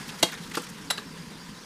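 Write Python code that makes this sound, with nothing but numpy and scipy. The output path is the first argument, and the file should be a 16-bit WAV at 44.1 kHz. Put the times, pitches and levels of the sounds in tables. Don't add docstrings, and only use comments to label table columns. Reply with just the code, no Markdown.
import sys
import numpy as np
from scipy import signal
from scipy.fft import rfft, irfft
from scipy.io import wavfile
from scipy.ndimage import uniform_filter1d

SR = 44100
rng = np.random.default_rng(int(sys.argv[2]) if len(sys.argv) > 2 else 0)


def to_linear_factor(level_db):
    exponent = np.asarray(level_db, float) / 20
    return 10 ** exponent


def dump_mix(stems):
    frames = np.atleast_2d(stems).T
    limited = np.clip(frames, -1, 1)
    pcm = np.round(limited * 32767).astype(np.int16)
    wavfile.write(sys.argv[1], SR, pcm)


N = 72765


def evened(x):
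    return x / np.sqrt(np.mean(x ** 2) + 1e-20)


def add(mix, start_s, sound):
    part = mix[max(round(start_s * SR), 0):][:len(sound)]
    part += sound[:len(part)]


def hiss(colour, patchy_db, flicker_db):
    frames = N // 128 + 5
    real, imag, patches = rng.standard_normal((frames, 257, 3)).T
    patches = uniform_filter1d(patches, size=6, axis=0)
    patches = evened(uniform_filter1d(patches, size=14, axis=1))
    flicker = evened(uniform_filter1d(rng.standard_normal(frames), size=3))
    spectrum = (real + 1j * imag) * to_linear_factor(patchy_db * patches + flicker_db * flicker)
    noise = signal.istft(spectrum, nperseg=512, noverlap=384)[1][:N]
    colour_hz, colour_db = np.transpose(colour)
    hz = np.fft.rfftfreq(N, 1 / SR)
    gain_db = np.interp(np.log(hz + 1), np.log(colour_hz + 1), colour_db)
    return evened(irfft(rfft(noise) * to_linear_factor(gain_db), N))


SLAM_MODES = [(1645, -7, .02), (2054, -4, 0.026), (2600, -8, 0.031), (2817, 1.5, 0.024), (3130, -7, .03),
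              (3247, -8, 0.085), (3670, -3, 0.07), (3848, -4.5, 0.071), (4382, 0.5, 0.05), (4500, -9, .05),
              (4620, -13, 0.054), (5827, -13, .035), (8200, -8, 0.019), (9730, -21, .03)]
THUD_MODES = [(184, -9.5, 0.086), (342, -7, 0.054), (508, 4.5, 0.022), (665, 5, 0.019), (837, -5, .04),
              (940, -15.5, 0.043), (1095, -7, 0.064), (1300, -8, 0.018)]
KNOCK_MODES = [(360, -0.5, 0.047), (457, 3.5, 0.039), (673, -8.5, 0.034), (843, 1, 0.037), (1151, 4, 0.036),
               (1320, -7.5, 0.041), (1370, -3, 0.052), (3130, -17, .04), (3320, -17, .03),
               (4360, -10.5, 0.035), (4690, -11, 0.043)]
CLACK_MODES = [(2450, -22, 0.036), (2820, -2, 0.033), (3250, -11, 0.036), (3670, -8, 0.06),
               (3967, -1.5, 0.032), (4480, -7, 0.041), (5093, -15, 0.065), (7960, -3.5, 0.04)]
SETTLE_MODES = [(716, -5, 0.034), (1125, -8, 0.051), (1434, -1, 0.019), (1705, 1, 0.012), (2730, -20, .06),
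                (3830, -17, .07), (3940, -6.5, 0.13), (4560, -20, 0.05), (7612, -9, 0.073),
                (10430, -12.5, 0.054), (10460, -3.5, 0.039)]
BOUNCE_MODES = [(420, -1.5, 0.09), (1653, 3, 0.02), (2680, -3, .02), (2850, 4.5, 0.025), (3310, -15, 0.03),
                (3900, -4, 0.093), (4030, 1, 0.024), (4120, -13, .02), (5640, -21, .03)]
ROCKING_MODES = [(415, -9, .06), (1196, 2, .028), (1630, -2, 0.021), (3750, -13, .05)]
SLAM_CONTACTS = [
    (.2280, -27, 4.5),
    (0.2290, -23.5, 0),
    (.2305, -30, 1),
    (0.233, -40, 2),
    (.2400, -39, 8),
]
THUD_CONTACTS = [
    (0.2294, -20.5, 2),
    (0.2326, -19.5, 0.092),
    (0.2393, -44, 3),
]
KNOCK_CONTACTS = [
    (0.5716, -37, 7.5),
    (0.5724, -29, 0.5),
    (0.579, -36, -0.5),
]
CLACK_CONTACTS = [
    (.9013, -27, .1),
    (.9035, -36.5, .1),
    (.906, -41, -.6),
]
SETTLE_CONTACTS = [
    (0.907, -32, -4),
    (0.9090, -33, 2.6),
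    (.913, -41.5, -5),
    (.925, -41.5, 0),
]
BOUNCE_CONTACTS = [
    (0.979, -45, 0.5),
    (0.9802, -37.5, .5),
    (0.9853, -51.5, .2),
]
ROCKING_CONTACTS = [
    (0.9863, -36.5, .1),
    (.990, -46, .1),
]


def ringing_blows():
    out = np.zeros(N)
    t = np.arange(SR // 5) / SR
    onset = np.minimum(t / 0.00089, 1)
    blows = ((SLAM_MODES, SLAM_CONTACTS), (THUD_MODES, THUD_CONTACTS), (KNOCK_MODES, KNOCK_CONTACTS),
             (CLACK_MODES, CLACK_CONTACTS), (SETTLE_MODES, SETTLE_CONTACTS),
             (BOUNCE_MODES, BOUNCE_CONTACTS), (ROCKING_MODES, ROCKING_CONTACTS))
    for modes, contacts in blows:
        for (start_s, blow_db, tilt_db), luck in zip(contacts, rng.random((5, 14, 2))):
            ring = np.zeros(len(t))
            for (hz, db, t60), (detune, phase) in zip(modes, luck):
                struck_hz = hz * (1 + 0.0046 * (detune - 0.5))
                level = to_linear_factor(db + tilt_db * np.log2(hz / 2000) - 60 * t / t60)
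                ring += level * np.sin(2 * np.pi * struck_hz * t + 0.45 * phase)
            add(out, start_s, 2 * to_linear_factor(blow_db) * onset * ring)
    return out


CRACK_TIMES = [
    (0.226, -17.5, 0.0055, 0.025),
    (0.5677, -35, 0.013, 0.042),
    (0.9016, -25.5, 0.011, 0.018),
    (0.973, -42, 0.012, .04),
]
WET_CRACK = [(250, -16), (600, -14), (1460, -8), (2820, -1.5), (8570, -7), (12500, -15), (14800, -22),
             (16000, -44)]
DRAINED_CRACK = [(290, -26), (600, -8), (1500, -2.5), (2290, -11.5), (3860, -4), (6420, -13),
                 (10700, -16.5), (16000, -27)]


def cracks():
    out = np.zeros(N)
    t = np.arange(SR // 5) / SR
    tail_db, tail_t60 = -12.5, 0.22
    wet = hiss(WET_CRACK, patchy_db=2.0, flicker_db=-0.87)
    drained = hiss(DRAINED_CRACK, patchy_db=2.0, flicker_db=-0.87)
    for (start_s, db, hold, t60), noise in zip(CRACK_TIMES, (wet, wet, drained, drained)):
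        burst = to_linear_factor(db - 60 * np.maximum(t - hold, 0) / t60)
        tail = to_linear_factor(db + tail_db - 60 * t / tail_t60)
        shape = np.minimum(t / 0.0031, 1) * (burst + tail)
        add(out, start_s, shape * noise[round(start_s * SR):][:len(t)])
    return out


def off_the_rocks(sound):
    rocks_db, rocks_t60 = -15.5, 0.17
    t = np.arange(SR // 5) / SR
    taps = rng.standard_normal(len(t)) * to_linear_factor(-60 * t / rocks_t60)
    taps *= (rng.random(len(t)) < 0.05) * (t > 0.003)  # sparse, none nearer than 3 ms
    taps = signal.lfilter([1], [1, -0.4], taps)
    return to_linear_factor(rocks_db) * signal.fftconvolve(sound, taps / np.linalg.norm(taps))[:N]


def valve():
    near = cracks() + ringing_blows()
    low_cut = signal.butter(2, 67, "high", fs=SR, output="sos")
    return signal.sosfilt(low_cut, near + off_the_rocks(near))


SPLASHES = [(.03, .012, -48.5, 1460), (.084, 0.0064, -46.5, 3980), (.097, 0.0054, -39.5, 2370),
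            (0.124, 0.013, -54, 1030), (.172, 0.0061, -64, 3500), (.198, 0.0064, -45, 3930),
            (.263, 0.0082, -44, 2760), (0.293, 0.0082, -43, 1740), (.32, 0.01, -46, 3200),
            (.15, 0.033, -52, 372), (0.339, 0.011, -39, 1440), (.384, 0.0082, -45, 1430),
            (.425, 0.007, -52, 3040), (0.444, 0.0083, -46.5, 3030), (.475, .006, -51, 3040),
            (0.499, 0.0036, -53, 6000), (0.518, 0.004, -40.5, 1510), (.548, .003, -35, 1300),
            (.555, 0.0022, -32.5, 3030), (.560, 0.0016, -39.5, 1880), (0.566, 0.003, -44, 3000),
            (0.541, 0.0033, -42, 2460), (0.599, 0.0097, -45, 2570), (.622, 0.0031, -46, 6960),
            (0.637, 0.0056, -45.5, 3000), (.648, 0.0098, -47.5, 2550), (0.671, 0.003, -45, 1770),
            (.695, 0.0054, -47, 4830), (1.607, 0.0066, -67, 9000)]
TRICKLE = [(0, -44.5), (.3, -46), (.5, -49.5), (.7, -49.5), (.85, -49.5), (1.0, -50.5), (1.2, -50),
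           (1.65, -53.5)]
SPRAY_COLOUR = [(470, -31), (800, -5.5), (1760, -1), (2320, -7.5), (9810, -14.5), (15200, -28),
                (16000, -40)]


def splashes():
    drops, octaves, drop_turns, tilt_db = 60, 2.12, 4, 1.5
    fizz_share = 0.56
    out = np.zeros(N)
    t = np.arange(N) / SR
    spray = hiss(SPRAY_COLOUR, patchy_db=0.5, flicker_db=1.5)
    spray_power = to_linear_factor(2 * np.interp(t, *np.transpose(TRICKLE)))
    for peak_s, spread, db, low_hz in SPLASHES:
        luck = rng.random((drops, 4))
        u = np.arange(round(4 * spread * SR) + 400)[:, None] / SR
        pitch_range = min(2 ** octaves, SR / 3 / low_hz)
        hz = low_hz * pitch_range ** (luck[:, 0] ** 1.61)
        drop_s = 2 * spread * (luck[:, 1] + luck[:, 2])
        turns = np.maximum(u - drop_s, 0) * hz
        size = to_linear_factor(tilt_db * np.log2(hz / low_hz) - 3.3 * np.log(luck[:, 3] + 0.02))
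        age = turns / drop_turns
        tone = np.sin(2 * np.pi * turns * (1 + 0.021 * turns))
        clump = (size * age * np.exp(-3 * age) * tone).sum(1)
        add(out, peak_s - 2 * spread, to_linear_factor(db) * np.sqrt(1 - fizz_share) * evened(clump))
        spray_power += fizz_share * to_linear_factor(2 * db) * np.exp(-((t - peak_s) / spread) ** 2)
    return out + spray * np.sqrt(spray_power)


def hum(hz, width, db, throb_db):
    r = np.exp(-np.pi * width / SR)
    noise = rng.standard_normal(N) + 1j * rng.standard_normal(N)
    slow = signal.lfilter([1], [1, -2 * r, r * r], noise)
    throb = uniform_filter1d(rng.standard_normal(N), size=900)
    throb = evened(uniform_filter1d(throb, size=900))
    tone = (slow * np.exp(2j * np.pi * hz * np.arange(N) / SR)).real
    return to_linear_factor(db) * evened(to_linear_factor(throb_db * throb) * tone)


WASH = [(12, -59), (20, -15.5), (123, -19), (163, -1), (574, -25.5), (976, -25), (4810, -25),
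        (14300, -44.5), (16000, -42)]
HOLLOWS = [(170, 69, -53.5), (235.1, 116, -53.5), (457.2, 136, -56), (1001, 185, -57), (1570, 68, -65)]


def stream():
    wash = to_linear_factor(-44.5) * hiss(WASH, patchy_db=3.0, flicker_db=-0.17)
    return wash + sum(hum(*row, throb_db=-0.8) for row in HOLLOWS)


INSECTS = [(4800, 55, -62), (5450, 51, -65), (6540, 340, -68)]


def insects():
    return sum(hum(*row, throb_db=5.5) for row in INSECTS)


def scene():
    mid = stream() + insects() + valve() + splashes()
    low_noise, soft_noise = rng.standard_normal((2, N))
    low_pass = signal.butter(3, 70, fs=SR, output="sos")
    side = to_linear_factor(-78) * evened(signal.sosfilt(low_pass, low_noise))
    side += to_linear_factor(-86) * evened(signal.lfilter([1], [1, -0.95], soft_noise))
    return np.array([mid + side, mid - side])


def roll_off(x):
    return signal.sosfilt(signal.butter(12, 16470, fs=SR, output="sos"), x)


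def record(dry):
    band_limit = signal.firwin(255, 15330, window=("kaiser", 0.8), fs=SR)
    limited = signal.oaconvolve(dry, band_limit[None], "same")
    return roll_off(limited)


dry = scene()
out = record(dry)
dump_mix(out)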